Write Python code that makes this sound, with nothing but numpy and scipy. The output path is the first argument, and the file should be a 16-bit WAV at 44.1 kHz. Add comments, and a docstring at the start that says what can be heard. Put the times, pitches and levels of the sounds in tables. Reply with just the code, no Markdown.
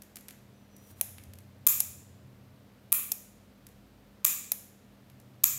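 """A low hum and faint ticks in a small, hard-walled room: loose parts knock inside a multicolour
plastic pen as it is turned close to the microphone. The thumb pushes a slider down, with a rub and
a thin squeak the first time, until it latches; then its spring throws it back against the stop.
Four presses, four releases. Each click is a burst of chatter that rings the plastic and the room."""
import sys
import numpy as np
from scipy import signal
from scipy.fft import rfft, irfft, next_fast_len
from scipy.io import wavfile
from scipy.ndimage import uniform_filter1d, minimum_filter1d

SR = 44100
rng = np.random.default_rng(int(sys.argv[2]) if len(sys.argv) > 2 else 0)


def transcribe(u):
    """Save the signal u as a 16-bit wav file named by the first command-line argument.

    u: samples, shape (n,) or (channels, n), limited to [-1, 1]; the rate is SR.
    q: integer samples, one column per channel.
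    """
    v = np.clip(np.atleast_2d(u).T, -1, 1)
    q = np.round(v * 32767).astype(np.int16)
    wavfile.write(sys.argv[1], SR, q)


N = 246078
TIME = np.arange(N) / SR


def amp(db):
    """Decibels to gain."""
    return 10 ** (np.asarray(db) / 20)


def unit(x):
    """Scales to rms 1."""
    return x / np.sqrt(np.mean(x ** 2) + 1e-20)


def curve_at(points, hz):
    """Reads (Hz, value) points on a log-frequency axis."""
    f, value = np.transpose(points)
    return np.interp(np.log(hz + 1), np.log(f + 1), value)


def fader(points):
    """Gain ride through (s, dB) points, silent before and after."""
    s, db = np.transpose(points)
    return np.interp(TIME, s, amp(db), left=0, right=0)


def add(mix, s, sound):
    """Mixes a sound in at s seconds."""
    part = mix[max(round(s * SR), 0):][:len(sound)]
    part += sound[:len(part)]


def equalise(x, points):
    """Minimum-phase EQ with the given (Hz, dB) shape."""
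    size = 2 * next_fast_len(len(x))
    log_gain = np.log(amp(curve_at(points, abs(np.fft.fftfreq(size, 1 / SR)))))
    response = np.exp(np.conj(signal.hilbert(log_gain)))
    return np.fft.ifft(np.fft.fft(x, size) * response).real[:len(x)]


def noise(points):
    """Steady noise of rms 1 with the given (Hz, dB) shape."""
    shape = amp(curve_at(points, np.fft.rfftfreq(N, 1 / SR)))
    return unit(irfft(rfft(rng.standard_normal(N)) * shape, N))


def drift(rate_hz):
    """Smooth random modulation of rms 1, rolling off above rate_hz."""
    shape = np.exp(-(np.fft.rfftfreq(N, 1 / SR) / rate_hz) ** 2)
    return unit(irfft(rfft(rng.standard_normal(N)) * shape, N))


# spectrum of the still air: f/Hz, relative level/dB
AIR_SPECTRUM = [(30, -28), (60, -13), (150, -5), (250, 1.5), (340, -7), (580, -7), (800, -13.5),
                (1500, -17), (4000, -23), (7000, -29.5), (11000, -31), (13200, -26.5), (15500, -32),
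                (16300, -52)]
# the hum: f/Hz, level before trim/dB
HUM_TONES = [(200, -61.5)]
# three low room resonances that carry a distant rumble: f/Hz, waver rate/Hz, trim/dB
RUMBLE_BANDS = [(51.3, 7, -1), (92.7, 18, -.5), (125, 23, 0)]
# the swell of each resonance: t/s, level before trim/dB
RUMBLE_DEEP = [(0, -75), (0.3, -70), (1, -71), (2, -79.5), (3.4, -68), (4, -62), (4.3, -71), (5.58, -76.5)]
RUMBLE_MIDDLE = [(0, -70), (0.8, -62.5), (1.15, -53), (2.5, -62), (2.8, -65.5), (4.4, -67), (5.58, -64)]
RUMBLE_UPPER = [(0, -76), (0.5, -59.5), (0.8, -69), (1.3, -60), (2.351, -58), (2.8, -64.5), (4.7, -69.5),
                (5.2, -56.5), (5.58, -56.5)]


def room_tone(air_db=-60.5, hum_trim_db=-1.5):
    """The bed: room air, a steady hum and a wavering rumble that swells slowly."""
    hum = rumble = 0
    for hz, db in HUM_TONES:
        hum += amp(db + hum_trim_db) * unit(np.sin(2 * np.pi * hz * TIME + 0.32 * drift(4)))
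    swells = RUMBLE_DEEP, RUMBLE_MIDDLE, RUMBLE_UPPER
    for (hz, waver_hz, trim_db), swell in zip(RUMBLE_BANDS, swells):
        drone = np.sin(2 * np.pi * hz * TIME + 0.79 * drift(waver_hz))
        drone *= amp(2.8 * drift(waver_hz))
        rumble += unit(drone) * amp(np.interp(TIME, *np.transpose(swell)) + trim_db)
    return amp(air_db) * noise(AIR_SPECTRUM) + hum + rumble


def chatter(t, decay_s, attack_s=0.00054):
    """The force of plastic chattering on plastic: a ragged burst, evened out to a near-flat spectrum."""
    burst = rng.standard_normal(len(t)) * np.exp(-t / decay_s) * (1 - np.exp(-t / attack_s))
    power = uniform_filter1d(abs(rfft(burst)) ** 2, size=5)
    return equalise(burst, np.c_[np.fft.rfftfreq(len(t), 1 / SR), -10 * np.log10(power + 1e-9)])


# spectrum of the bare crack of a contact: f/Hz, relative level/dB
CRACK_SPECTRUM = [(100, -49.5), (500, -39), (1200, -18), (4000, -7.5), (7000, 1.5), (10000, 12.5),
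                  (14000, -4.5), (17000, -11)]


def impact(modes, tone_db, chatter_s, crack_db):
    """A contact rings the plastic: its modes stand on the bare crack. Energy of 3 ms at rms 1."""
    t = np.arange(1024) / SR
    hz = np.fft.rfftfreq(2 * len(t), 1 / SR)
    power = amp(curve_at(CRACK_SPECTRUM, hz) + crack_db) ** 2
    for centre, width, db in modes:
        power += amp(db) ** 2 / (1 + 2 * ((hz - centre) / width) ** 2) ** 2
    low, mid, high = tone_db  # each slider and grip favours other bands, near 2, 7 and 10 kHz
    grip_eq = [(100, -23.5), (600, low), (3000, low), (5800, mid), (7800, mid),
               (9500, high), (11200, high), (12800, -1.0)]
    response_db = 10 * np.log10(power) + curve_at(grip_eq, hz)
    ring = equalise(chatter(t, chatter_s), np.c_[hz, response_db])
    return ring * np.sqrt(.003 * SR / np.sum(ring ** 2))


# reverb of the hard walls: f/Hz, relative level/dB, t60/s
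ROOM_REVERB = [(200, -13, .4), (696, 4.5, 0.53), (1192, -3, 0.55), (1700, 5.5, 0.62), (2520, 0, 0.64),
               (5000, -4.5, 0.69), (6500, 0.5, 0.6), (7020, 3.5, 0.64), (8600, -5, 0.6),
               (12200, -0.5, 0.43), (15700, 1.5, .42), (16100, -29, .3)]


def reverb(x, wall_s=0.01, early_db=-10):
    """Weak scatter from hands and table, then the walls answer; every contact finds its own paths."""
    t = np.arange(len(x) * 30) / SR
    echoes = rng.standard_normal(len(t)) * np.where(t < wall_s, amp(early_db), 1) * (t > .001)
    hz, frame_s, spectra = signal.stft(echoes, SR, nperseg=256)
    f, db, t60 = np.transpose(ROOM_REVERB)
    decay_db = 60 * frame_s / curve_at(np.c_[f, t60], hz)[:, None]
    spectra *= amp(curve_at(np.c_[f, db], hz)[:, None] - decay_db)
    tail = signal.istft(spectra, SR, nperseg=256)[1]
    return signal.fftconvolve(x, tail / np.linalg.norm(tail))


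def place(mix, s, hit, send_db):
    """Drops a hit into the mix at s seconds, along with its reverb."""
    add(mix, s, hit)
    add(mix, s, amp(send_db) * reverb(hit))


# ring of the small loose parts: f/Hz, width/Hz, relative level/dB
LOOSE_MODES = [(2257, 1700, -4), (5700, 4000, -0.5), (10000, 2000, -18), (12310, 2300, 9.5)]
# tick cues: t/s, level/dB, low EQ/dB
TICK_CUES = [(0.0201, -44, 3.5), (0.1573, -40.5, -1), (0.168, -41.5, 8.5), (0.209, -52.5, -11),
             (0.2835, -41, 3), (0.288, -46.5, 14), (0.3076, -46, 9), (0.765, -52, -2.5),
             (1.1822, -46, 16.5), (1.237, -51, 3), (1.3351, -48, 7), (1.3864, -49.5, 4.5),
             (3.6673, -46.5, 4.5), (5.0991, -55.5, 11), (5.2, -55.5, -8)]


def ticks(rebound_s=0.016, rebound_db=-12.5):
    """Loose sliders and refills knock lightly in the turning barrel; each falls back once, softer."""
    track = np.zeros(N)
    waits = rebound_s * rng.uniform(.7, 1.3, len(TICK_CUES))
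    rebounds = [(s + wait, db + rebound_db, low_db) for (s, db, low_db), wait in zip(TICK_CUES, waits)]
    for s, db, low_db in TICK_CUES + rebounds:
        tick = impact(LOOSE_MODES, tone_db=(low_db, 3, 0), chatter_s=.002, crack_db=-6)
        place(track, s, amp(db) * tick, send_db=-9)
    return track


# fader ride of the rub: t/s, level/dB
RUB_RIDE = [(.76, -80), (.83, -68), (.91, -58), (.95, -83), (1.002, -58.5), (1.011, -92.5)]
# fader ride of the squeak: t/s, level/dB
SQUEAK_RIDE = [(.54, -78), (.65, -81), (.68, -99), (.77, -68.5), (.81, -70.5), (.9, -72), (.99, -81.5)]
# sagging pitch of the squeak: t/s, f/Hz
SQUEAK_PITCH = [(.54, 6010), (.77, 5870), (1.0, 5790)]


def slide(jitter_hz=45):
    """Grainy friction and a thin squeak as the first slider is pushed along its slot."""
    hiss = noise([(1500, -7), (5000, -11.5), (8000, -7.5), (12500, -3), (15500, -6), (16500, -35)])
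    grain = unit(amp(2 * drift(150)))
    pitch_hz = np.interp(TIME, *np.transpose(SQUEAK_PITCH)) + jitter_hz * drift(250)
    squeak = unit(np.sin(2 * np.pi * np.cumsum(pitch_hz) / SR))
    return hiss * grain * fader(RUB_RIDE) + squeak * fader(SQUEAK_RIDE)


# ring of the barrel, held in the fingers: f/Hz, width/Hz, relative level/dB
BARREL_MODES = [(720, 610, -12), (2510, 700, -12.5), (3760, 820, -11), (5400, 800, -8), (6456, 1400, -5.5),
                (10150, 550, 1), (11340, 450, -12.5), (12510, 1900, 3.5), (13400, 840, -2),
                (14950, 710, -2.5)]
# press cues: t/s, catch level/dB, seat level/dB, low EQ/dB, mid EQ/dB, high EQ/dB
LATCH_CUES = [(1.0116, -20, -23, 4.5, 0, 5.5), (1.8037, -19, -19, -0.5, 2.5, 5),
              (3.118, -24.5, -21.5, -3, 3, 1.5), (4.5184, -21.5, -21.5, 1.5, 0, 2)]


def latches(seat_after_s=0.00076, seat_eq_db=-3):
    """Each press ends in a sharp catch on the latch and a thinner, longer chatter as the slider seats."""
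    track = np.zeros(N)
    for s, catch_db, seat_db, *tone_db in LATCH_CUES:
        catch = impact(BARREL_MODES, tone_db, chatter_s=0.0006, crack_db=-13)
        place(track, s, amp(catch_db) * catch, send_db=-11.5)
        seat = impact(BARREL_MODES, np.add(tone_db, seat_eq_db), chatter_s=0.0022, crack_db=-30)
        place(track, s + seat_after_s, amp(seat_db) * seat, send_db=-16)
    return track


# ring of a refill with its spring: f/Hz, width/Hz, relative level/dB
REFILL_MODES = [(1185, 180, -13), (2460, 297, -13), (3560, 720, -17.5), (5440, 500, -19.5),
                (6670, 630, -12), (7200, 520, -7), (10050, 460, -14.5), (10760, 850, 0), (12340, 920, -2),
                (13220, 690, 4.5), (15350, 580, -8.5), (15650, 550, -3)]
# release cues: t/s, flight/s, slip level/dB, stop level/dB, stop reverb send/dB,
# low EQ/dB, mid EQ/dB, high EQ/dB
SNAP_CUES = [(1.6669, 0.0057, -13, -12.5, 0.5, -3, -3, -8), (2.9204, .006, -22, -13, -2, 1.5, -7, -3),
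             (4.2458, .0044, -19, -14, -0.5, 2, 0.5, -6.5), (5.4365, 0.0044, -18.5, -8, -7, 0, 1.5, -8.5)]


def snaps():
    """Each release scrapes off the latch, then the spring slams the refill against its stop."""
    track = np.zeros(N)
    for s, flight_s, slip_db, stop_db, send_db, *tone_db in SNAP_CUES:
        slip = impact(REFILL_MODES, tone_db, chatter_s=0.0019, crack_db=-16)
        place(track, s, amp(slip_db) * slip, send_db - 9)  # drier than the stop
        stop = impact(REFILL_MODES, tone_db, chatter_s=0.0007, crack_db=-11.5)
        place(track, s + flight_s, amp(stop_db) * stop, send_db)
    return track


def scene():
    """The pen up close over the room tone, in mono."""
    return (room_tone() + ticks() + slide() + latches() + snaps())[None]


def record(dry, ceiling=.9, top_hz=16600):
    """A fast limiter holds the sharpest peaks; a steep low-pass trims the top."""
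    gain = ceiling / np.maximum(abs(dry), ceiling)
    smooth_gain = uniform_filter1d(minimum_filter1d(gain, size=65), size=65)
    low_pass = signal.firwin(255, top_hz, window=("kaiser", 9), fs=SR)
    return signal.oaconvolve(dry * smooth_gain, low_pass[None], "same")


dry = scene()
out = record(dry)
transcribe(out)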